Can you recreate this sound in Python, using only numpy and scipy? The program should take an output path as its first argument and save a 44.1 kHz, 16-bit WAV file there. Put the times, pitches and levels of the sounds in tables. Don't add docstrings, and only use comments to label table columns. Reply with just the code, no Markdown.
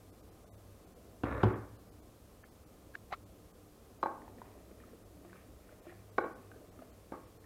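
import sys
import numpy as np
from scipy import signal
from scipy.fft import rfft, irfft, next_fast_len
from scipy.io import wavfile
from scipy.ndimage import uniform_filter1d

SR = 44100
rng = np.random.default_rng(int(sys.argv[2]) if len(sys.argv) > 2 else 0)


def level_to_linear(level):
    exponent = np.asarray(level, float) / 20
    return 10 ** exponent


def dump(signal):
    limited = np.clip(np.atleast_2d(signal).T, -1, 1)
    pcm = np.round(limited * 32767).astype(np.int16)
    wavfile.write(sys.argv[1], SR, pcm)


N = 328721

# frequency in Hz, density in dB per Hz.
ROOM_NOISE = [(12, -54), (20, -17), (27, -9.5), (53, -2.5), (103, -8), (126, -11.5), (191, -8.5),
              (245, -17.5), (266, -23.5), (298, -14.5), (333, -19), (439, -10), (1670, -32), (13900, -32.5),
              (15500, -36.5)]
# frequency in Hz, width in Hz, rms level in dB.
ROOM_MODES = [(64.4, 3.7, -67), (99.8, 4.7, -65), (185, 6.4, -73.5), (297.6, 9.2, -71.5), (1053, 73, -78),
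              (1198, 80, -81.5)]
# time in seconds, level in dB.
SIMMER_LEVEL = [(0, -64), (1, -61), (2, -61.5), (2.4, -66), (2.8, -61), (3.9, -65), (4.3, -56), (4.9, -60),
                (5.5, -62.5), (6.0, -64), (6.7, -57), (7.0, -63.5), (7.45, -65.5)]
# start in seconds, peak in dB, low ring in Hz, brightness in dB.
TOUCHES = [(0.444, -51.5, 636, -28), (0.978, -54, 570, -20), (4.181, -49.5, 1030, -21),
           (4.219, -59, 566, 0), (4.24, -57, 525, -9), (4.279, -44, 880, -10), (4.384, -65, 540, 4),
           (4.417, -38, 980, -11.5), (4.453, -60, 477, -1.5), (4.554, -63, 611, -3), (4.712, -50, 444, -6),
           (4.802, -61, 765, 0), (4.837, -58.5, 600, -1), (4.933, -49, 465, -11), (5.249, -52.5, 674, -4.5),
           (5.297, -64, 490, 3.5), (5.33, -53.5, 1140, -0.5), (5.356, -58, 500, -1),
           (5.692, -60, 600, -0.5), (5.725, -56.5, 510, -3), (5.855, -57, 755, -3),
           (5.868, -47.5, 623, -4.5), (5.895, -63, 610, 6.5), (5.924, -57, 546, -2.5),
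           (6.516, -55, 756, -0.5), (6.56, -46.5, 430, -17), (6.642, -51, 630, -26), (6.791, -58, 605, -1),
           (6.821, -42, 658, -11), (7.442, -65, 433, 4)]
# start in seconds, peak in dB, hardness of the contact in Hz, crack in dB.
DRAWER_BUMPS = [(1.2350, -22.5, 1530, -51), (1.243, -41, 890, -55), (1.283, -57, 910, -60),
                (1.311, -30.5, 900, -60), (1.345, -34, 910, -66), (1.39, -43, 800, -70),
                (1.417, -42, 1200, -60), (1.4315, -14.5, 1500, -46), (1.437, -21, 885, -46.5),
                (1.442, -17.5, 300, -57), (1.451, -17, 200, -69), (1.489, -28, 500, -61),
                (1.534, -28.5, 250, -61)]
# frequency in Hz, level in dB, t60 in seconds.
PANEL_MODES = [(62.5, -12, 0.46), (112.2, -4.5, 0.22), (210, -7, 0.056), (290.3, -2.5, 0.09),
               (369.5, -7, 0.067), (439, -6, 0.096), (529, -11.5, 0.33), (610, -12, 0.14),
               (730, -7.5, 0.05), (848, -7.5, 0.046), (972, -8, 0.063), (1080, -9.5, 0.091),
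               (1153, -10.5, 0.12), (1346, -8, 0.045), (1530, -9.5, 0.039), (1780, -14.5, 0.054),
               (2120, -19.5, 0.052), (2330, -19, 0.031), (2740, -28, 0.017), (3080, -40, 0.017),
               (3750, -30.5, 0.015), (4250, -43, .02)]
# start in seconds, length in seconds, level in dB.
RAIL_RUN = [
    (1.24, 0.22, -41),
]
# start in seconds, peak in dB, first Hz, last Hz, length in seconds.
BUBBLES = [(2.427, -53.5, 1705, 1780, 0.038), (2.44, -46, 1090, 1930, 0.0022),
           (2.936, -47, 1670, 1540, 0.023), (2.951, -31, 1450, 1800, 0.006),
           (2.952, -46, 1850, 1700, 0.0072), (3.102, -45, 697, 810, 0.023), (3.119, -34.5, 783, 895, 0.01),
           (3.125, -28, 750, 780, 0.011), (3.13, -30.5, 792, 1455, 0.0128),
           (3.125, -28.5, 910, 1620, 0.0028), (3.141, -35, 1240, 1400, 0.0079),
           (3.143, -42, 1300, 1240, 0.011)]
# start in seconds, length in seconds, level in dB.
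BURST_SPRAY = [
    (2.436, .025, -75),
    (2.951, .003, -61),
    (3.11, .012, -65),
    (3.126, 0.011, -46.5),
]
# start in seconds, peak in dB, tilt in dB per octave, spoon ring in dB, rim ring in dB.
SPOON_HITS = [(4.0285, -29.5, -1, -24.5, -49), (4.036, -29, -3.5, -34.5, -62),
              (4.059, -30, -4.5, -36.5, -72), (4.068, -37, 0.5, -42, -80), (6.1815, -23.5, 0.5, -54, -54),
              (6.1842, -20.5, -1, -27, -71), (6.189, -30, -2, -66, -78), (6.242, -35, -3.5, -57, -66),
              (6.26, -44, -10.5, -59, -80), (7.121, -42, -7, -57, -76), (7.14, -43, -5, -59, -80)]
# frequency in Hz, level in dB, t60 in seconds.
POT_MODES = [(328, -3.5, 0.02), (354, -8, 0.057), (510, -4.5, 0.04), (563, -1.5, 0.031), (728, 6.5, 0.0066),
             (873, 4.5, 0.022), (948, 0.5, 0.011), (1460, -5.5, 0.021), (1577, -5.5, 0.017),
             (1780, -38, 0.03), (1870, -13, 0.0085), (2330, -17, 0.035), (2510, -26.5, .02)]
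# frequency in Hz, level in dB, t60 in seconds.
SPOON_MODES = [(1091, 1, 0.051), (1258, 2.5, 0.014)]
# frequency in Hz, level in dB, t60 in seconds.
RIM_MODES = [(3410, 0.5, 0.0081), (4030, 0.5, 0.035), (4780, -5, 0.014)]
# start in seconds, length in seconds, level in dB.
WALL_SKIDS = [
    (4.04, 0.027, -52),
    (6.2, 0.046, -54),
    (7.123, 0.017, -48.5),
]
# start in seconds, length in seconds, scrape level in dB.
SCRAPES = [(4.4, 0.17, -73), (4.82, 0.073, -75), (5.31, 0.047, -67.5), (5.68, 0.026, -71.5),
           (5.87, 0.047, -69.5), (6.25, 0.19, -74.5), (6.63, 0.027, -80), (6.79, .03, -71), (6.95, .1, -85),
           (7.18, .1, -75.5), (7.44, .05, -82)]
# frequency in Hz, width in Hz, level in dB.
BOTTOM_MODES = [(600, 250, 0), (1250, 160, -1), (1800, 130, 2), (2000, 200, -3), (2350, 220, -2)]
# centre in Hz, t60 in seconds, level in dB.
REVERB_BANDS = [(60, 0.24, 3), (116, 0.67, -3), (261, 0.33, 5.5), (500, 0.38, 3.5), (990, 0.51, -1.5),
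                (1930, 0.32, 3), (4300, 0.13, 2.5)]
# time in seconds, lowest affected frequency in Hz.
THIN_MOMENTS = [(0.114, 1722), (0.221, 1722), (0.306, 3273), (0.456, 2239), (0.499, 1205), (0.519, 1190),
                (0.56, 1920), (0.861, 3100), (0.947, 2080), (1.544, 3273), (1.778, 1740), (1.906, 2067),
                (2.014, 1550), (2.44, 3250), (2.504, 1560), (2.653, 2928), (3.251, 1580), (3.529, 1894),
                (4.003, 3300), (5.042, 2530), (5.812, 2928), (6.11, 3273), (6.237, 3200), (6.344, 2440),
                (6.707, 1894), (6.92, 3273), (7.262, 5512), (7.389, 2560)]


def at_hz(points, hz):
    return np.interp(np.log(hz), np.log(np.array(points)[:, 0]), np.array(points)[:, 1])


def in_time(rows):
    s, level_db = np.transpose(rows)
    return level_to_linear(np.interp(np.arange(N) / SR, s, level_db, left=-150, right=level_db[-1]))


def rms_one(x):
    return x / np.sqrt(np.mean(x ** 2) + 1e-20)


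def drift(rate):
    knots = rng.standard_normal(800)
    return np.interp(np.arange(N) / SR * rate, np.arange(len(knots)), knots)


def low_pass(x, order, hz):
    return signal.sosfilt(signal.butter(order, hz, fs=SR, output="sos"), x)


def high_pass(x, order, hz):
    return signal.sosfilt(signal.butter(order, hz, "high", fs=SR, output="sos"), x)


def ring(clicks, hz, t60):
    r, w = level_to_linear(-60 / (t60 * SR)), 2 * np.pi * hz / SR
    return signal.lfilter([0, np.sin(w)], [1, -2 * r * np.cos(w), r * r], clicks + 1e-18)


def resonance(x, hz, width_hz):
    r = np.exp(-np.pi * width_hz / SR)
    poles = [1, -2 * r * np.cos(2 * np.pi * hz / SR), r * r]
    return signal.lfilter(np.array([1, 0, -1]) * (1 - r * r) / 2, poles, x)


def steep_resonance(x, hz, width_hz):
    return resonance(resonance(x, hz, width_hz), hz, width_hz)


def grains(per_s, spread_db):
    sizes = level_to_linear(spread_db * np.minimum(rng.exponential(1, N), 5)) * rng.choice([-1, 1], N)
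    return sizes * (rng.random(N) < per_s / SR)


def strokes(rows, rise_db_per_s, fall_db_per_s):
    t, level_db = np.arange(N) / SR, np.full(N, -150.)
    for s, length, db in rows:
        rise = rise_db_per_s * np.maximum(s - t, 0)
        fall = fall_db_per_s * np.maximum(t - s - length, 0)
        level_db = np.maximum(level_db, db - rise - fall)
    return level_to_linear(level_db)


def struck(modes, times, strength_db, spread_db, longest_s):
    at, out = (np.array(times) * SR).astype(int), np.zeros(N)
    span = slice(at.min(), at.max() + SR)
    luck = rng.standard_normal((len(at), len(modes)))
    for k, (hz, level_db, t60) in enumerate(modes):
        clicks = np.zeros(N)
        clicks[at] = level_to_linear(strength_db(hz) + level_db + spread_db * luck[:, k]) * (-1) ** k
        out[span] += ring(clicks[span], hz, min(t60, longest_s * 1000 / hz))
    return low_pass(out, 2, 7000)


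def background():
    size = next_fast_len(N, True)
    hz = np.maximum(np.arange(size // 2 + 1) * SR / size, 1)
    spectrum = rfft(rng.standard_normal(size)) * level_to_linear(at_hz(ROOM_NOISE, hz))
    noise = rms_one(irfft(spectrum, size)[:N])
    white, drones = rng.standard_normal(N), np.zeros(N)
    for mode_hz, width_hz, db in ROOM_MODES:
        drones += level_to_linear(db + 0.74 * drift(2.67)) * rms_one(resonance(white, mode_hz, width_hz))
    return level_to_linear(-61) * noise + drones


def simmer():
    clicks, pitch = grains(per_s=240, spread_db=-0.5), rng.integers(0, 14, N)
    rings = np.zeros(N)
    for k, hz in enumerate(np.geomspace(230, 760, 14)):
        rings += ring(clicks * (pitch == k), hz, 44 / hz)
    muffled = signal.lfilter([.15], [1, -.85], rings)
    return in_time(SIMMER_LEVEL) * level_to_linear(-2) * rms_one(muffled)


def nudges():
    out, click, t = np.zeros(N + SR), np.zeros(SR // 10), np.arange(SR // 10) / SR
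    click[:14] = np.hanning(14) / 6
    wet = rms_one(steep_resonance(rng.standard_normal(N + SR), 1120, 1070))
    for s, peak_db, low_hz, high_db in TOUCHES:
        at = int(s * SR)
        high_hz = 1823 * 2 ** (0.53 * min(high_db, 0))
        smack = .2 * wet[at:at + len(t)] * np.exp(-t / .006)
        bright = ring(click, high_hz, 36 / high_hz) + smack
        dull = ring(click, low_hz, 20 / low_hz)
        out[at:at + len(t)] += level_to_linear(peak_db + 1.5) * (dull + level_to_linear(high_db + 6.5) * bright)
    return high_pass(out[:N], 2, 250)


def drawer():
    s, peak_db, hard_hz, crack_db = np.transpose(DRAWER_BUMPS)

    def strength_db(hz):
        return peak_db - 5 - 10 * np.log10(1 + (hz / hard_hz) ** 2)

    bumps = struck(PANEL_MODES, s, strength_db, spread_db=3, longest_s=.05)
    shocks, rails = grains(per_s=700, spread_db=3), np.zeros(N)
    for k, (hz, db, t60) in enumerate(PANEL_MODES):
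        rails += level_to_linear(db + 2.5 * np.log2(hz / 500)) * ring(shocks, hz, t60 / 4) * (-1) ** k
    slide = strokes(RAIL_RUN, rise_db_per_s=3500, fall_db_per_s=100) * rms_one(rails)
    hits = np.zeros(N)
    hits[(s * SR).astype(int)] = level_to_linear(crack_db)
    decay = signal.lfilter([1], [1, -np.exp(-1 / (0.0049 * SR))], hits + 1e-18)
    slap = rng.standard_normal(N) * decay
    crack = np.zeros(N)
    for hz, db in [(2700, 13.5), (4000, -30), (6300, -3.5)]:
        crack += level_to_linear(db) * steep_resonance(slap, hz, 1400)
    return bumps + crack + slide


def plops():
    out, white, spray = np.zeros(N), rng.standard_normal(N), np.zeros(N)
    for hz, db in [(1300, -20), (2150, 24.5), (3900, 15.5)]:
        spray += level_to_linear(db) * steep_resonance(white, hz, 600)
    spray = rms_one(spray) * strokes(BURST_SPRAY, rise_db_per_s=2500, fall_db_per_s=1500)
    froth = level_to_linear(4.1 * signal.lfilter([.25], [1, -.97], rng.standard_normal(N)))
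    for s, peak_db, first_hz, last_hz, length in BUBBLES:
        at, t = int(s * SR), np.arange(int(length * SR)) / SR
        phase = 2 * np.pi * (first_hz + (last_hz - first_hz) * t / length / 2) * t
        swell = np.sin(np.pi * (t / length) ** .8) ** 1.5
        span = slice(at, at + len(t))
        pocket = swell * froth[span] * np.sin(phase)
        out[span] += level_to_linear(peak_db) * pocket / np.abs(pocket).max()
    return low_pass(out + spray, 3, 5500)


def knocks():
    s, peak_db, tilt_db, spoon_db, rim_db = np.transpose(SPOON_HITS)

    def strength_db(hz):
        return peak_db - 0.5 + tilt_db * np.log2(hz / 1000)

    wall = struck(POT_MODES, s, strength_db, spread_db=2.5, longest_s=.04)
    spoon = struck(SPOON_MODES, s, lambda hz: spoon_db, spread_db=1.5, longest_s=.06)
    rim = struck(RIM_MODES, s, lambda hz: rim_db, spread_db=1.5, longest_s=.25)
    rub, skid = grains(per_s=1500, spread_db=3), np.zeros(N)
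    for k, (hz, db, t60) in enumerate([*POT_MODES, *SPOON_MODES]):
        skid += level_to_linear(db - 4 * np.log2(hz / 1000)) * ring(rub, hz, t60) * (-1) ** k
    skid = rms_one(skid) * strokes(WALL_SKIDS, rise_db_per_s=4000, fall_db_per_s=261)
    return high_pass(wall + spoon + rim + skid, 2, 200)


def stirring():
    slips, body = grains(per_s=900 * level_to_linear(7 * drift(40)), spread_db=3.5), np.zeros(N)
    for hz, width_hz, db in BOTTOM_MODES:
        body += level_to_linear(db) * resonance(slips, hz, width_hz)
    body = low_pass(body, 4, 2700)
    return strokes(SCRAPES, rise_db_per_s=142, fall_db_per_s=114) * rms_one(body)


def kitchen(x):
    t, tail = np.arange(SR) / SR, np.zeros(SR)
    for hz, t60, level_db in REVERB_BANDS:
        band = signal.butter(2, [hz / np.sqrt(2), hz * np.sqrt(2)], "band", fs=SR, output="sos")
        noise = signal.sosfilt(band, rng.standard_normal(SR))
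        tail += noise * level_to_linear(level_db - 60 * t / t60) / np.sqrt(t60 * SR / 20)
    build_up = 1 - np.exp(-t / .025)
    return signal.fftconvolve(x, tail * build_up)[:N]


def thin_treble(x):
    frame_s, first_frame_s = 1024 / 48000, .008
    coarseness = 3.8
    out, half = x.copy(), round(frame_s * SR)
    n, k = np.arange(2 * half) + .5, np.arange(half)[:, None] + .5
    window = np.sin(np.pi * n / (2 * half))
    basis = np.sqrt(2 / half) * np.cos(np.pi / half * (n + half / 2) * k) * window
    line_hz = k[:, 0] / (2 * frame_s)
    for s, lowest_hz in THIN_MOMENTS:
        frame = round((s - first_frame_s) / frame_s)
        centre = round((first_frame_s + frame_s * frame) * SR)
        span = slice(centre - half, centre + half)
        lines = basis @ x[span]
        step = coarseness * np.sqrt(uniform_filter1d(lines ** 2, size=61))
        error = np.sign(lines) * step * np.floor(np.abs(lines) / step + .4) - lines
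        out[span] += (error * (line_hz > lowest_hz)) @ basis
    return out


def scene():
    small, far, pot = nudges() + stirring(), drawer(), knocks()
    wet = kitchen(level_to_linear(-5) * far + level_to_linear(-7) * pot + level_to_linear(-6) * small)
    return (background() + simmer() + small + far + plops() + pot + wet)[None]


def band_limit(x):
    return signal.sosfilt(signal.butter(12, 15750, fs=SR, output="sos"), x)


def record(dry):
    mix = thin_treble(dry[0])[None]
    return band_limit(mix)


dry = scene()
out = record(dry)
dump(out)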